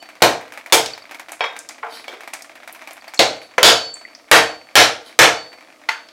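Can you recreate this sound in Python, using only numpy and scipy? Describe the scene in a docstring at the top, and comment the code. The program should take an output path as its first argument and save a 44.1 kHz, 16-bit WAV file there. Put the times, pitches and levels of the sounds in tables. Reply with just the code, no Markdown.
"""Cracking lobster claws with a knife

The back of a heavy steel knife cracks claws on a wooden board in a small, hard-walled kitchen: noise bursts
through thud, knock and shell spectra, plus ringing modes of board, counter and steel. An unbroken claw answers
with a hollow tok (modes). Between blows the knife is laid down and slides (grainy noise), shell snaps in the
fingers (noise humps), a pan ticks on the hob (bubble bursts). The blows overload the nearby mono microphone.
"""
import sys
import numpy as np
from scipy import signal
from scipy.fft import rfft, irfft, next_fast_len
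from scipy.io import wavfile
from scipy.ndimage import uniform_filter1d

SR = 44100
rng = np.random.default_rng(int(sys.argv[2]) if len(sys.argv) > 2 else 0)


def write(x):
    x = np.atleast_2d(x).T
    wavfile.write(sys.argv[1], SR, np.round(np.clip(x, -1, 1) * 32767).astype(np.int16))


N = 269892
T = np.arange(24000) / SR  # time axis of one event [s]

# Levels are relative: sources add offsets, and spectra are scaled to rms 1.
# Kitchen background noise: (frequency [Hz], density [dB per Hz])
AIR_SPECTRUM = [(18, -66.5), (30, -8), (153, -14), (303, 6), (394, -6), (666, 7.5), (889, -18), (1220, 1.5),
                (1460, -11), (2290, -11), (2830, -11), (4650, -11.5), (8740, -17), (16000, -27.5)]
# Room decay: (frequency [Hz], t60 [s])
KITCHEN_T60 = [(100, 0.48), (260, 0.36), (700, 0.39), (1840, 0.31), (4850, 0.33), (8000, 0.29),
               (14000, 0.2)]

# Pan tick spectrum: (frequency [Hz], density [dB per Hz])
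PAN_SPECTRUM = [(100, -38), (300, -3), (440, -15.5), (660, 2), (1000, -2.5), (1400, -3.5), (1700, -2),
                (2350, 1.5), (2750, -8), (3600, -11.5), (6000, -18), (12000, -50)]
# Mean level of the small bubbles: (time [s], level [dB])
SIMMER_LEVEL = [(0, -36), (1, -36), (1.8, -37), (2.3, -38), (3.1, -34.5), (3.5, -41.5), (4.2, -42),
                (5, -42.5), (5.6, -38.5), (6.12, -47)]
# Biggest bubbles: (time [s], level [dB])
BIG_BUBBLES = [(0.522, -24.5), (.575, -22.5), (0.661, -24), (1.111, -24.5), (1.146, -23), (1.196, -21.5),
               (1.285, -27.5), (1.32, -22.5), (1.565, -23), (2.207, -25.5), (2.276, -22.5), (2.335, -16.5),
               (2.676, -22), (2.821, -28.5), (2.874, -24), (2.909, -24), (3.137, -23.5)]
SMALL_PER_S, SMALL_SPREAD_DB = 36, 2.5
MEDIUM_PER_S, MEDIUM_DB, MEDIUM_SPREAD_DB = 17, 6.5, 2
# Spit against tick at full bubble size; extra dB lost per dB below that size
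SPIT_DB, SPIT_FULL_DB, SPIT_DB_PER_DB = -17.5, -25, 1

# Blade sliding over wood and shell: (middle [s], length [s], level [dB])
SLIDE_STROKES = [(1.952, 0.17, -43.5), (3.427, 0.029, -44), (5.071, 0.089, -46.5)]
# Slide hiss: (frequency [Hz], density [dB per Hz])
SLIDE_SPECTRUM = [(80, -36), (200, -6.5), (1500, 1), (2500, 0), (3100, 2), (4000, 4), (4550, 5.5),
                  (5200, -4.5), (7000, -7), (8500, -8.5), (10500, -7), (16000, -19)]

# Shell snaps: (time [s], level [dB], pitch [Hz], width [octaves])
SHELL_SNAPS = [(0.86, -16, 3650, 0.97), (1.319, -26, 8150, 0.49), (1.59, -25.5, 6960, 0.54),
               (1.689, -24.5, 6000, 0.7), (2.337, -23, 6600, 0.69), (2.422, -30, 6500, 0.75),
               (2.726, -31, 11000, 0.51), (2.932, -35, 9400, 0.47), (3.144, -25.5, 6500, 0.38),
               (4.15, -32, 5250, 0.24), (6.087, -35.5, 3700, 0.56)]
# Light touches of steel and shell that ping: (time [s], level [dB], pitch [Hz])
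TOUCH_PINGS = [(.935, -21.5, 4550), (1.023, -35, 4570), (3.011, -41, 4520), (3.081, -31.5, 4570),
               (3.175, -27, 4300), (3.940, -22, 7640), (4.051, -25, 2020), (5.890, -18, 4280)]

# Blade ringing once lifted clear: (time [s], level [dB], rise [s])
BLADE_RINGS = [(0, -50, 0.0051), (3.332, -45.5, 0.062), (3.738, -21.5, 0.13), (4.4, -32, 0.069),
               (5.339, -34, 0.059), (5.89, -42, 0.025)]
# Free blade modes: (frequency [Hz], level [dB], t60 [s])
BLADE_MODES = [(4503, 6.5, 0.6), (2993, 4, 0.23), (7340, -11, 0.33)]

# Taps on an unbroken claw: (time [s], level [dB], pitch [Hz], cavity against shell [dB])
CLAW_TAPS = [(3.5805, -11, 1000, 3), (5.889, -13, 890, -20)]
# Claw shell modes: (multiple of its pitch, level [dB], t60 [s])
CLAW_MODES = [(1, 0, 0.065), (1.6, -8, 0.093), (2.32, 4.5, 0.037), (6.1, -17, 0.075)]
# The air inside rings about an octave under the shell
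CAVITY_MULTIPLE, CAVITY_T60_S = .505, .08

# Knife contacts: (time [s], thud [dB], thud pitch [Hz], knock [dB], shell crack [dB],
# splinter [dB], steel clank [dB])
KNIFE_BLOWS = [(0.2206, -2.5, 685, -3.5, -5, -9.5, -41), (0.7237, -6, 643, -4.5, -4, -4, -18),
               (1.407, -19, 710, -19.5, -36.5, -62, -23), (1.439, -27, 680, -19.5, -35, -58, -25.5),
               (1.830, -21.5, 1050, -32.5, -66, -70, -56), (2.080, -32.5, 590, -32, -37, -45, -36.5),
               (2.127, -36.5, 523, -35, -45, -58, -48), (3.1922, -8, 650, -7.5, -2.5, -18, -29.5),
               (3.5801, -16.5, 515, -10.5, -25, -33.5, -35), (3.630, 0, 653, 5, 10, 0.5, -11),
               (4.314, 0.5, 653, 7, 3, -3, -32), (4.755, 0, 614, 8, 6, -1, -25),
               (5.190, 0.5, 630, 6.5, 4.5, -3, -20), (5.8886, -29.5, 920, -17, -25.5, -36, -37)]
# Board modes: (frequency [Hz], level [dB], t60 [s])
BOARD_MODES = [(458.4, -11.5, 0.42), (503, -35, 0.95), (642, -17.5, 0.45), (713, -9.5, 0.38),
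               (774, -16, 0.42), (893, -9, 0.28), (1033, -13.5, 0.23), (1367, -18.5, 0.4),
               (1430, -57, 0.18), (1556, -19, 0.43), (2005, -28, 0.13), (2920, -43, 0.78)]
# Counter modes: (frequency [Hz], level [dB], t60 [s])
COUNTER_MODES = [(116.4, -24, 0.36), (246, -28, 0.4), (311, -18, 0.41), (340.6, -11, 0.24)]
# Gripped knife modes: (frequency [Hz], level [dB], t60 [s])
STEEL_MODES = [(731, 8, 0.046), (1577, -10, 0.54), (2320, 4.5, 0.19), (2920, -23, 0.12), (3220, -3, 0.28),
               (3320, 2.5, 0.15), (3650, -7, 0.48), (4400, -10.5, 0.17), (5200, -12, 0.22),
               (5730, -22, 0.25)]
# Low boom of the shaken counter: (frequency [Hz], density [dB per Hz])
BOOM_SPECTRUM = [(30, -14), (90, -8), (130, -3), (200, -5), (330, 2.5), (500, 2), (1500, -61)]
# Cracking shell: (frequency [Hz], density [dB per Hz])
CRACK_SPECTRUM = [(200, -50), (1500, -19), (2800, 0.5), (3600, 1.5), (4400, -1), (5200, -4), (6500, -5.5),
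                  (9000, -19.5), (16000, -54)]
# Splintering shell, also the bubbles' spit: (frequency [Hz], density [dB per Hz])
SPLINTER_SPECTRUM = [(500, -50), (4000, -1.5), (7000, 1.5), (10000, -0.5), (13000, -3), (16000, -9)]
BREAK_DB = -9.5  # a crack this loud breaks through
KNOCK_HZ, CONTACT_T60_S = 1637, .035
CRUNCH_DB, CRUNCH_S = 5, 0.0016  # jerks of the yielding shell: depth (standard deviation), spacing

CLIP_PEAK = .95
TOP_HZ, EDGE_HZ = 16100, 700  # treble cutoff: middle and width of its slope


def amp(db):
    """Decibels to gain."""
    return 10 ** (np.asarray(db) / 20)


def unit(x):
    """x at rms 1."""
    return x / np.sqrt(np.mean(x ** 2) + 1e-20)


def along(points, hz):
    """(Hz, value) points interpolated on a log frequency axis."""
    point_hz, value = np.transpose(points)
    return np.interp(np.log(hz + 1), np.log(point_hz), value)


def fade(t60_s):
    """Exponential decay, 60 dB in t60_s."""
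    return np.exp(-np.log(1000) * T / np.maximum(t60_s, 1e-4))


def onset(rise_s):
    """Exponential rise towards 1."""
    return 1 - np.exp(-T / rise_s)


def add(track, time_s, sound):
    """Mix a sound into a track at time_s."""
    start = max(round(time_s * SR), 0)
    part = sound[:max(len(track) - start, 0)]
    track[start:start + len(part)] += part


def filtered(x, response):
    """x filtered by a function of frequency, zero-padded."""
    size = next_fast_len(len(x) + 4096, True)
    return irfft(rfft(x, size) * response(np.fft.rfftfreq(size, 1 / SR)), size)[:len(x)]


def shaped(x, gain):
    """x filtered by a sampled response of its own length."""
    return irfft(rfft(x) * gain)


def highpass(x, order, cutoff_hz):
    """Butterworth high-pass."""
    return signal.sosfilt(signal.butter(order, cutoff_hz, "high", fs=SR, output="sos"), x)


def noise(spectrum, size):
    """Coloured noise of rms 1."""
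    return unit(filtered(rng.standard_normal(size), lambda hz: amp(along(spectrum, hz))))


def band(hz, pitch_hz, width_oct):
    """Spectral hump around a pitch, with steep skirts."""
    return 1 / (1 + (np.log2((hz + 1) / pitch_hz) / width_oct) ** 4)


def hump(pitch_hz, width_oct):
    """Noise of rms 1 around a pitch."""
    return unit(filtered(rng.standard_normal(len(T)), lambda hz: band(hz, pitch_hz, width_oct)))


def uneven(hz, depth_db, spacing_hz=170):
    """Random small peaks and dips of a response, drawn anew each call."""
    knots = rng.standard_normal(400)
    return amp(depth_db * np.interp(hz / spacing_hz, np.arange(len(knots)), knots))


def causal(gain):
    """Minimum-phase response with this gain: nothing sounds before the blow."""
    cepstrum = irfft(np.log(np.maximum(gain, gain.max() * 1e-4)))
    half = len(cepstrum) // 2
    return np.exp(rfft(np.r_[cepstrum[0], 2 * cepstrum[1:half], np.zeros(half)]))


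def ring(modes, scatter_db, detune):
    """Damped modes with random strength and phase; grip and load shift their pitch a little."""
    hz, db, t60_s = np.array(modes, np.float32).T[:, :, None]
    gain = amp(db[:, 0] + scatter_db * rng.uniform(-0.23, 1, len(db)))
    hz = hz * (1 + detune * rng.standard_normal(hz.shape, np.float32))
    t = T.astype(np.float32)
    phase = rng.random(hz.shape, np.float32)  # cycles
    return gain @ (10 ** (-3 * t / t60_s) * np.sin(2 * np.pi * (hz * t + phase)))


def dying(x, build_s):
    """The walls' answer to a noise: it builds up quickly and dies band by band."""
    hz, t, bands = signal.stft(x, SR, nperseg=256)
    decay = np.exp(-np.log(1000) * t / along(KITCHEN_T60, hz)[:, None])
    tail = signal.istft(bands * decay, SR, nperseg=256)[1][:len(T)]
    return tail * onset(build_s)


def kitchen(x, wet_db):
    """Direct sound plus the room's noise-like tail."""
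    tail = dying(rng.standard_normal(len(T)), build_s=0.0044)
    return x + amp(wet_db) * signal.fftconvolve(x, tail / np.linalg.norm(tail))[:len(x)]


def air():
    """Steady coloured noise of the kitchen."""
    return amp(-52.5) * noise(AIR_SPECTRUM, size=N)


def bubbles(per_s, spread_db):
    """Times and levels of bubbles bursting unevenly at a mean rate, following the simmer's strength."""
    slots = np.arange(int(per_s * N / SR))
    when, size = rng.random((SR, 2))[slots].T
    time_s = (slots + when) / per_s
    scatter_db = spread_db * np.sqrt(12) * (size - .5)  # standard deviation spread_db
    return time_s, np.interp(time_s, *np.transpose(SIMMER_LEVEL)) + scatter_db


def crackle(time_s, db, spectrum, t60_s, room_db):
    """Tiny noise bursts with faint room tails; their powers add, and they carry little bass."""
    power = np.bincount((np.abs(time_s) * SR).astype(int), amp(db) ** 2, N)[:N]
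    power_decay = fade(t60_s) ** 2 + (amp(room_db) * fade(0.16)) ** 2
    envelope = np.sqrt(np.abs(signal.fftconvolve(power, power_decay)[:N]))
    bursts = envelope * rng.standard_normal(N)
    colour = unit(amp(along(spectrum, np.fft.rfftfreq(len(T), 1 / SR))))
    body = irfft(causal(colour))
    return highpass(signal.fftconvolve(bursts, body)[:N], 3, 220)


def pan():
    """Bubbles collapse against the pan with dull ticks; larger ones spit more brightly, up to full size."""
    big_s, big_db = np.transpose(BIG_BUBBLES)
    small_s, small_db = bubbles(SMALL_PER_S, SMALL_SPREAD_DB)
    medium_s, medium_db = bubbles(MEDIUM_PER_S, MEDIUM_SPREAD_DB)
    time_s = np.r_[big_s, medium_s, small_s]
    tick_db = np.r_[big_db, medium_db + MEDIUM_DB, small_db]
    spit_db = tick_db + SPIT_DB + SPIT_DB_PER_DB * np.minimum(tick_db - SPIT_FULL_DB, 0)
    ticks = crackle(time_s, tick_db, PAN_SPECTRUM, t60_s=0.0071, room_db=-11.5)
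    spits = crackle(time_s, spit_db, SPLINTER_SPECTRUM, t60_s=0.037, room_db=-6.5)
    return ticks + spits


def slides():
    """The blade drags with a grainy hiss, streaked by its resonances, that swells and stops."""
    t = np.arange(N) / SR
    stroke = np.zeros(N)
    for middle_s, length_s, db in SLIDE_STROKES:
        stroke += amp(db) * np.cos(np.pi * np.clip((t - middle_s) / length_s, -.5, .5)) ** 2
    grain = amp(3.6 * unit(uniform_filter1d(rng.standard_normal(N), size=90)))
    streaks = lambda hz: uneven(hz, depth_db=7, spacing_hz=108)
    hiss = unit(filtered(noise(SLIDE_SPECTRUM, size=N), streaks))
    return kitchen(stroke * grain * hiss, wet_db=0.5)


def chips():
    """Brittle shell: noise snaps as it breaks, short pings as it touches something hard."""
    out = np.zeros(N)
    for time_s, db, pitch_hz, width_oct in SHELL_SNAPS:
        snap = hump(pitch_hz, width_oct) * fade(0.022)
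        room = amp(-15) * dying(hump(pitch_hz, width_oct), build_s=0.0022)
        add(out, time_s, amp(db) * (snap + room))
    for time_s, db, pitch_hz in TOUCH_PINGS:
        tone = np.sin(2 * np.pi * pitch_hz * T) * fade(0.02) * onset(0.00091)
        room = dying(hump(pitch_hz, width_oct=0.28), build_s=0.0025)
        add(out, time_s, amp(db + 6.5) * tone + amp(db - 20.5) * room)
    return out


def blade():
    """The free steel blade sings in a few high damped modes, swelling in linearly."""
    out = np.zeros(N)
    note = sum(amp(db) * fade(t60_s) * np.sin(2 * np.pi * hz * T) for hz, db, t60_s in BLADE_MODES)
    for time_s, db, rise_s in BLADE_RINGS:
        add(out, time_s, amp(db) * note * np.minimum(T / max(rise_s, 1e-3), 1))
    return out


def claw():
    """An unbroken claw answers a tap with a hollow tok: shell modes and its air cavity."""
    out = np.zeros(N)
    for time_s, db, pitch_hz, cavity_db in CLAW_TAPS:
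        multiples = CLAW_MODES + [(CAVITY_MULTIPLE, cavity_db, CAVITY_T60_S)]
        modes = [(multiple * pitch_hz, mode_db, t60_s) for multiple, mode_db, t60_s in multiples]
        tok = ring(modes, scatter_db=1.5, detune=.005)
        add(out, time_s, amp(db) * tok * onset(0.00068))
    return kitchen(out, wet_db=-11.5)


def blows():
    """Each contact is a short burst of thud, knock and cracking shell that fills the room; solids ring on."""
    out = np.zeros(N)
    hz = np.fft.rfftfreq(len(T), 1 / SR)
    spectra = (CRACK_SPECTRUM, SPLINTER_SPECTRUM, BOOM_SPECTRUM)
    crack, splinter, boom = (unit(amp(along(points, hz))) for points in spectra)
    knock = unit(band(hz, KNOCK_HZ, width_oct=0.78))
    for time_s, thud_db, thud_hz, knock_db, crack_db, splinter_db, steel_db in KNIFE_BLOWS:
        # blows that do not break the shell shake the counter less
        heavy = amp(thud_db - 1.5 + min(crack_db - BREAK_DB, 0))
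        thud = unit(band(hz, thud_hz, width_oct=0.65))
        parts = [amp(thud_db) * thud, amp(knock_db) * knock, amp(crack_db) * crack,
                 amp(splinter_db) * splinter, amp(-8) * heavy * boom]
        colour = np.linalg.norm(parts, axis=0) * uneven(hz, depth_db=2.5)
        jerks = amp(CRUNCH_DB * np.interp(T / CRUNCH_S, np.arange(SR), rng.standard_normal(SR)))
        crush = rng.standard_normal(len(T)) * jerks * fade(CONTACT_T60_S)
        add(out, time_s, shaped(crush, causal(colour)))
        room = amp(-6) * dying(shaped(rng.standard_normal(len(T)), colour), build_s=0.0045)
        # doubled lists: board and knife modes come in close pairs that beat
        board = amp(thud_db - 5.5) * ring(BOARD_MODES + BOARD_MODES, scatter_db=6, detune=0.0186)
        counter = heavy * ring(COUNTER_MODES, scatter_db=4.5, detune=0.0062)
        steel = amp(steel_db - 7.5) * ring(STEEL_MODES + STEEL_MODES, scatter_db=8.5, detune=.018)
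        add(out, time_s, room + (board + counter) * onset(0.013) + steel * onset(0.00073))
    return out


def scene():
    """All sources at one microphone, on two identical channels."""
    mono = air() + pan() + slides() + chips() + blade() + claw() + blows()
    return np.array([mono, mono])


def record(dry, limit_db=-5, follow_s=0.0023):
    """The microphone loses deep bass; a fast limiter holds the blows down and their peaks still clip."""
    x = highpass(dry.mean(axis=0), 2, 65)
    keep = np.exp(-1 / (follow_s * SR))
    level = np.sqrt(signal.lfilter([1 - keep], [1, -keep], x ** 2))
    limited = x / np.maximum(level / amp(limit_db), 1) ** 0.88
    clipped = limited / (1 + np.abs(limited / CLIP_PEAK) ** 8) ** (1 / 8)

    def response(hz):
        """Treble cutoff and a first-order 12 Hz high-pass."""
        treble = np.clip((TOP_HZ - hz) / EDGE_HZ + .5, 0, 1)
        return treble * 1j * hz / (1j * hz + 12)

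    out = filtered(clipped, response)
    return np.array([out, out])


dry = scene()
out = record(dry)
write(out)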